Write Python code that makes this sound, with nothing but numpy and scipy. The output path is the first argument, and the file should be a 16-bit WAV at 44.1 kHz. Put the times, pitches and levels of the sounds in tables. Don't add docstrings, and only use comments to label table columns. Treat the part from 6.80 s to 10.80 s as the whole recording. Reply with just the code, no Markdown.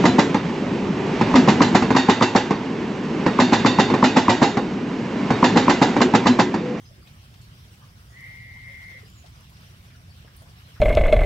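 import sys
import numpy as np
from scipy import signal
from scipy.fft import rfft, irfft, next_fast_len
from scipy.io import wavfile
from scipy.ndimage import uniform_filter1d, map_coordinates

SR = 44100
rng = np.random.default_rng(int(sys.argv[2]) if len(sys.argv) > 2 else 0)


def persist_wave(psi):
    counts = np.round(np.clip(psi, -1, 1) * 32767).astype(np.int16)
    wavfile.write(sys.argv[1], SR, np.atleast_2d(counts).T)


N = 176400

# frequency_hz, relative_density_db
TRAFFIC_SPECTRUM = [(13, -49), (22, -19), (60, 0), (108, 3.5), (134, -0.5), (275, -18.5), (400, -24.5),
                    (520, -64), (880, -120)]
HISS_SPECTRUM = [(180, -31), (300, -11.5), (420, -4), (700, -3), (900, -5.5), (1100, -2.5), (1750, -2.5),
                 (2400, -5.5), (3100, -4), (4100, -9), (5100, -7.5), (5850, -8), (6400, -15.5), (8000, -14),
                 (9300, -13.5), (11000, -16.5), (15800, -16)]
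RUSTLE_SPECTRUM = [(900, -39), (2000, -9.5), (3100, -3.5), (4200, -7.5), (6000, -16.5), (8000, -25)]
# frequency_hz, coherence
COHERENCE = [(60, 1), (160, 0.99), (270, 0.87), (450, 0.91), (740, 0.63), (1220, 0.69), (2200, 0.13),
             (6000, 0.013)]
# time_s, level_db
RUSTLE_LEVEL = [(0, -94), (.3, -64.5), (.65, -70), (.8, -60), (1.05, -77), (1.5, -62), (2.05, -62),
                (2.62, -65), (2.76, -59.5), (3.0, -64), (3.2, -75), (3.35, -61), (3.65, -63.5), (3.85, -61),
                (4, -58)]
# start_s, length_s, start_hz, end_hz, level_db
CHIRPS = [(0.0, 0.094, 6300, 5980, -61.5), (0.049, 0.023, 4890, 5130, -52), (0.212, 0.032, 4700, 4800, -58),
          (0.607, 0.031, 4380, 4430, -53.5), (1.282, 0.058, 6780, 6600, -63),
          (2.276, 0.04, 7040, 6980, -61), (2.32, 0.046, 7280, 7230, -60), (2.366, 0.033, 7180, 6530, -54),
          (3.284, 0.045, 4590, 4530, -57), (3.548, 0.071, 9520, 9340, -61)]
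# start_s, level_db, centre_hz
TWITTERS = [(.07, -63, 5700), (.52, -64, 5140), (.77, -56, 5300), (2.24, -52.5, 5000), (2.55, -56, 5040),
            (2.735, -55, 5400), (3.06, -59, 5500), (3.28, -60, 5200), (3.93, -53.5, 5400)]
# count, base_level_db, lowest_hz, highest_hz, time_constant_s
SPECKS = [(70, -65, 2500, 14000, .0004), (150, -73, 4600, 5900, .003)]
# start_s, level_db, centre_hz, t60_s, width_octaves
KNOCKS = [(0.1, -57.5, 580, 0.35, 0.12), (0.178, -51, 363, 0.19, 0.29), (.22, -58.5, 1250, 0.15, 0.25),
          (1.02, -54, 1110, 0.21, 0.19), (1.881, -59, 550, 0.35, 0.056), (2.139, -56.5, 514, 0.21, 0.13),
          (2.225, -51, 430, 0.13, 0.13), (2.44, -48.5, 716, 0.12, 0.16), (2.589, -57.5, 1070, 0.22, 0.19),
          (3.1, -52.5, 2030, 0.18, 0.47), (3.143, -58.5, 1400, 0.14, 0.12), (3.442, -54, 505, 0.16, 0.42),
          (3.473, -53.5, 1460, 0.24, 0.41), (3.618, -50, 660, 0.11, 0.2), (3.655, -56.5, 796, 0.15, 0.56),
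          (3.959, -53, 1370, 0.39, 0.35)]
# start_s, level_db, centre_hz, t60_s, left_minus_right_db
TICKS = [(0.271, -49.5, 3140, 0.087, 0), (0.539, -50.5, 3270, 0.065, 6), (0.612, -58.5, 7000, 0.15, -3),
         (1.405, -55, 9100, 0.043, 7), (2.3, -49.5, 13100, 0.017, 2), (2.46, -52.5, 3900, 0.12, 4),
         (2.695, -57, 13000, 0.092, 0), (2.768, -49.5, 3030, 0.053, 0), (3.565, -46.5, 13000, 0.029, -12),
         (3.618, -57.5, 9000, 0.12, -5), (3.695, -60, 12000, .03, -2)]
# time_s, rate_hz
PULSE_RATE = [(1.3, 170), (1.5, 167), (1.63, 161), (1.8, 155), (1.9, 149), (2.03, 148), (2.11, 143),
              (2.19, 135)]
# time_s, level_db
EFFORT = [(1.3, -72), (1.372, -48), (1.44, -43.7), (1.51, -46), (1.75, -46), (1.815, -48), (1.87, -44.5),
          (2.12, -45.8), (2.178, -43.2), (2.2, -55), (2.26, -65)]
# time_s, pitch_hz
RING_PITCH = [(1.32, 1770), (1.38, 2050), (1.47, 2095), (2.19, 1976), (2.25, 1930)]
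# time_s, pitch_hz
TONE_PITCH = [(1.32, 1900), (1.385, 2025), (1.44, 2085), (1.54, 2112), (1.63, 2120), (1.78, 2102),
              (1.84, 2118), (1.91, 2100), (1.99, 2120), (2.06, 2106), (2.2, 2106), (2.26, 1900)]
# centre_hz, width_hz, gain_db
LEFT_BANDS = [(1790, 45, -7), (1925, 60, 1), (2010, 60, -2), (2195, 60, -1)]
RIGHT_BANDS = [(1840, 40, -4), (1960, 45, 3), (2025, 35, -2), (2165, 40, -3), (2240, 60, -7)]

TIME = np.arange(N) / SR
TRILL_START_S, TRILL_END_S = EFFORT[0][0], EFFORT[-1][0]


def amp(db):
    return 10 ** (np.asarray(db) / 20)


def unit_rms(x):
    return x / np.sqrt(np.mean(x ** 2) + 1e-20)


def at_frequency(points, hz):
    knots_hz, values = np.transpose(points)
    return np.interp(np.log(hz + 1), np.log(knots_hz + 1), values)


def at_time(points, t):
    return np.interp(t, *np.transpose(points))


def wobble(rate_hz):
    return map_coordinates(rng.standard_normal(int(N * rate_hz / SR) + 4), [TIME * rate_hz])


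def filtered(x, response):
    size = next_fast_len(N + SR // 2)
    return irfft(rfft(x, size) * response(np.fft.rfftfreq(size, 1 / SR)), size)[..., :N]


def pan(db):
    return amp(np.array([[db], [-db]]) / 2)


def lead(x, seconds):
    return filtered(x, lambda hz: np.exp(1j * np.pi * hz * seconds * np.array([[1], [-1]])))


def diffuse_noise(spectrum, patchy_db):
    cells = signal.stft(rng.standard_normal((2, N)), nperseg=512)[2]
    patches = uniform_filter1d(rng.standard_normal(cells.shape[1:]), size=5, axis=0)
    patches = uniform_filter1d(patches, size=6, axis=1)
    noise = signal.istft(cells * amp(patchy_db * unit_rms(patches)), nperseg=512)[1][:, :N]

    def mid_side_gains(hz):
        angle = np.arccos(np.clip(at_frequency(COHERENCE, hz), -1, 1)) / 2
        return amp(at_frequency(spectrum, hz)) * [np.cos(angle), np.sin(angle)]

    mid, side = filtered(noise, mid_side_gains)
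    return unit_rms(np.array([mid + side, mid - side]))


def burst(start_s, centre_hz, octaves, t60_s, rise_s):
    age = np.maximum(TIME - start_s, 0)
    band = lambda hz: 1 / (1 + (np.log2((hz + 1) / centre_hz) / octaves / 2) ** 2) ** 2
    left, right, shared = filtered(rng.standard_normal((3, N)), band)
    envelope = (1 - np.exp(-age / rise_s)) * amp(-60 * age / t60_s)
    return envelope * unit_rms(np.array([left, right]) + shared)


def yard_echoes(x, t60_s=.16, gap_s=.006):
    t = np.arange(SR // 2) / SR
    tail = rng.standard_normal((2, len(t))) * amp(-60 * t / t60_s) * (t > gap_s)
    return signal.fftconvolve(np.atleast_2d(x), tail / np.linalg.norm(tail[0]), axes=1)[:, :N]


def traffic():
    return amp(-48) * pan(-1.14) * diffuse_noise(TRAFFIC_SPECTRUM, patchy_db=.5)


def leaves():
    hiss_db = -56.5 + .5 * wobble(5.15) + .85 * wobble(35.13)
    hiss = amp(hiss_db) * diffuse_noise(HISS_SPECTRUM, patchy_db=2.5)
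    rustle_db = at_time(RUSTLE_LEVEL, TIME) + 2 * wobble(24.55)
    return hiss + amp(rustle_db) * diffuse_noise(RUSTLE_SPECTRUM, patchy_db=3)


def bird_chirps():
    whistles = np.zeros(N)
    quaver = 1 + .018 * wobble(700)
    for start_s, length_s, start_hz, end_hz, db in CHIRPS:
        progress = np.clip((TIME - start_s) / length_s, 0, 1)
        pitch_hz = (start_hz + (end_hz - start_hz) * progress) * quaver
        whistles += amp(db) * np.sin(np.pi * progress) * np.sin(2 * np.pi * np.cumsum(pitch_hz) / SR)
    return amp(-4) * whistles + yard_echoes(whistles)


def crackle_and_chatter():
    rings = np.zeros((2, N))
    for count, base_db, low_hz, high_hz, life_s in SPECKS:
        for when, pitch, side, size in rng.random((200, 4))[:int(count)]:
            start = int(when * N)
            span = np.arange(start, min(N, start + SR // 10))
            age = TIME[span] - TIME[start]
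            pitch_hz = low_hz * (high_hz / low_hz) ** pitch
            ring = age / life_s * np.exp(1 - age / life_s) * np.sin(2 * np.pi * pitch_hz * age)
            level_db = base_db - 1.8 * np.log(1 - size)
            rings[:, span] += amp(level_db) * pan(10 * (side - .5)) * ring
    return rings + amp(4) * yard_echoes(rings)


def bird_twitters():
    return sum(amp(db) * burst(start_s, hz, octaves=.08, t60_s=.25, rise_s=.02)
               for start_s, db, hz in TWITTERS)


def distant_knocks():
    knocks = sum(amp(db) * burst(start_s, hz, octaves, t60_s, rise_s=.0025)
                 for start_s, db, hz, t60_s, octaves in KNOCKS)
    return knocks + amp(-14) * yard_echoes(knocks)


def litter_ticks():
    return sum(amp(db) * pan(side_db) * burst(start_s, hz, octaves=.49, t60_s=t60_s, rise_s=.0011)
               for start_s, db, hz, t60_s, side_db in TICKS)


def throat_pulses(cycles, rise_s=.00098, jitter_s=.00025, scatter_db=2, sac_hz=2110, sac_width_hz=700):
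    voice = np.zeros(N)
    starts = np.interp(np.arange(1, int(cycles[-1])), cycles, TIME)
    for start_s, (late, size) in zip(starts, rng.standard_normal((1000, 2))):
        if TRILL_START_S < start_s < TRILL_END_S:
            span = int(start_s * SR) + np.arange(SR // 60)
            age = np.maximum(TIME[span] - start_s - jitter_s * late, 0)
            envelope = (age / rise_s) ** 2 * np.exp(2 * (1 - age / rise_s))
            ring = np.sin(2 * np.pi * at_time(RING_PITCH, start_s) * age)
            voice[span] += amp(at_time(EFFORT, start_s) + scatter_db * size) * envelope * ring
    return filtered(voice, lambda hz: 1 / (1 + 2j * (hz - sac_hz) / sac_width_hz))


def throat_tone(cycles, depth=.68, swing_rad=.15, settle_s=.07):
    beat = 2 * np.pi * cycles
    rough_db, slip, swell_db = 1.6 * wobble(150), wobble(150), wobble(25)
    slip_rad = .24 + 2.2 * np.exp(-np.maximum(TIME - TRILL_START_S, 0) / settle_s)
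    calling = (TIME > TRILL_START_S) & (TIME < TRILL_END_S)
    envelope = amp(at_time(EFFORT, TIME) + 1.7 + rough_db + swell_db) * calling
    carrier_rad = 2 * np.pi * np.cumsum(at_time(TONE_PITCH, TIME)) / SR
    phase = carrier_rad + slip_rad * slip - swing_rad * np.sin(beat)
    return envelope * (1 + depth * np.cos(beat)) * np.sin(phase)


def yard_colour(x, bands, direct_db=-13):
    def response(hz):
        return amp(direct_db) + sum(amp(db) * 1j * hz * width / (centre ** 2 - hz ** 2 + 1j * hz * width)
                                    for centre, width, db in bands)

    return x.std() * unit_rms(filtered(x, response))


def toad():
    rate_hz = at_time(PULSE_RATE, TIME) * (1 + .008 * wobble(40))
    cycles = np.cumsum(rate_hz) / SR
    pulses, tone = throat_pulses(cycles), throat_tone(cycles)
    buzz = np.array([amp(6) * yard_colour(pulses, LEFT_BANDS), amp(8) * yard_colour(pulses, RIGHT_BANDS)])
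    echoes = amp(-9) * yard_echoes(buzz + tone)
    return lead(buzz, seconds=-.00015) + pan(2.6) * lead(tone, seconds=-.00005) + echoes


def snap():
    return amp(-39) * burst(start_s=2.609, centre_hz=9400, octaves=.14, t60_s=.007, rise_s=.0011)


def scene():
    calls = toad() + bird_chirps() + bird_twitters()
    small_sounds = distant_knocks() + litter_ticks() + snap() + crackle_and_chatter()
    return calls + small_sounds + lead(traffic() + leaves(), seconds=.00028)


def record(dry):
    return filtered(dry, lambda hz: hz < 15800)


dry = scene()
out = record(dry)
persist_wave(out)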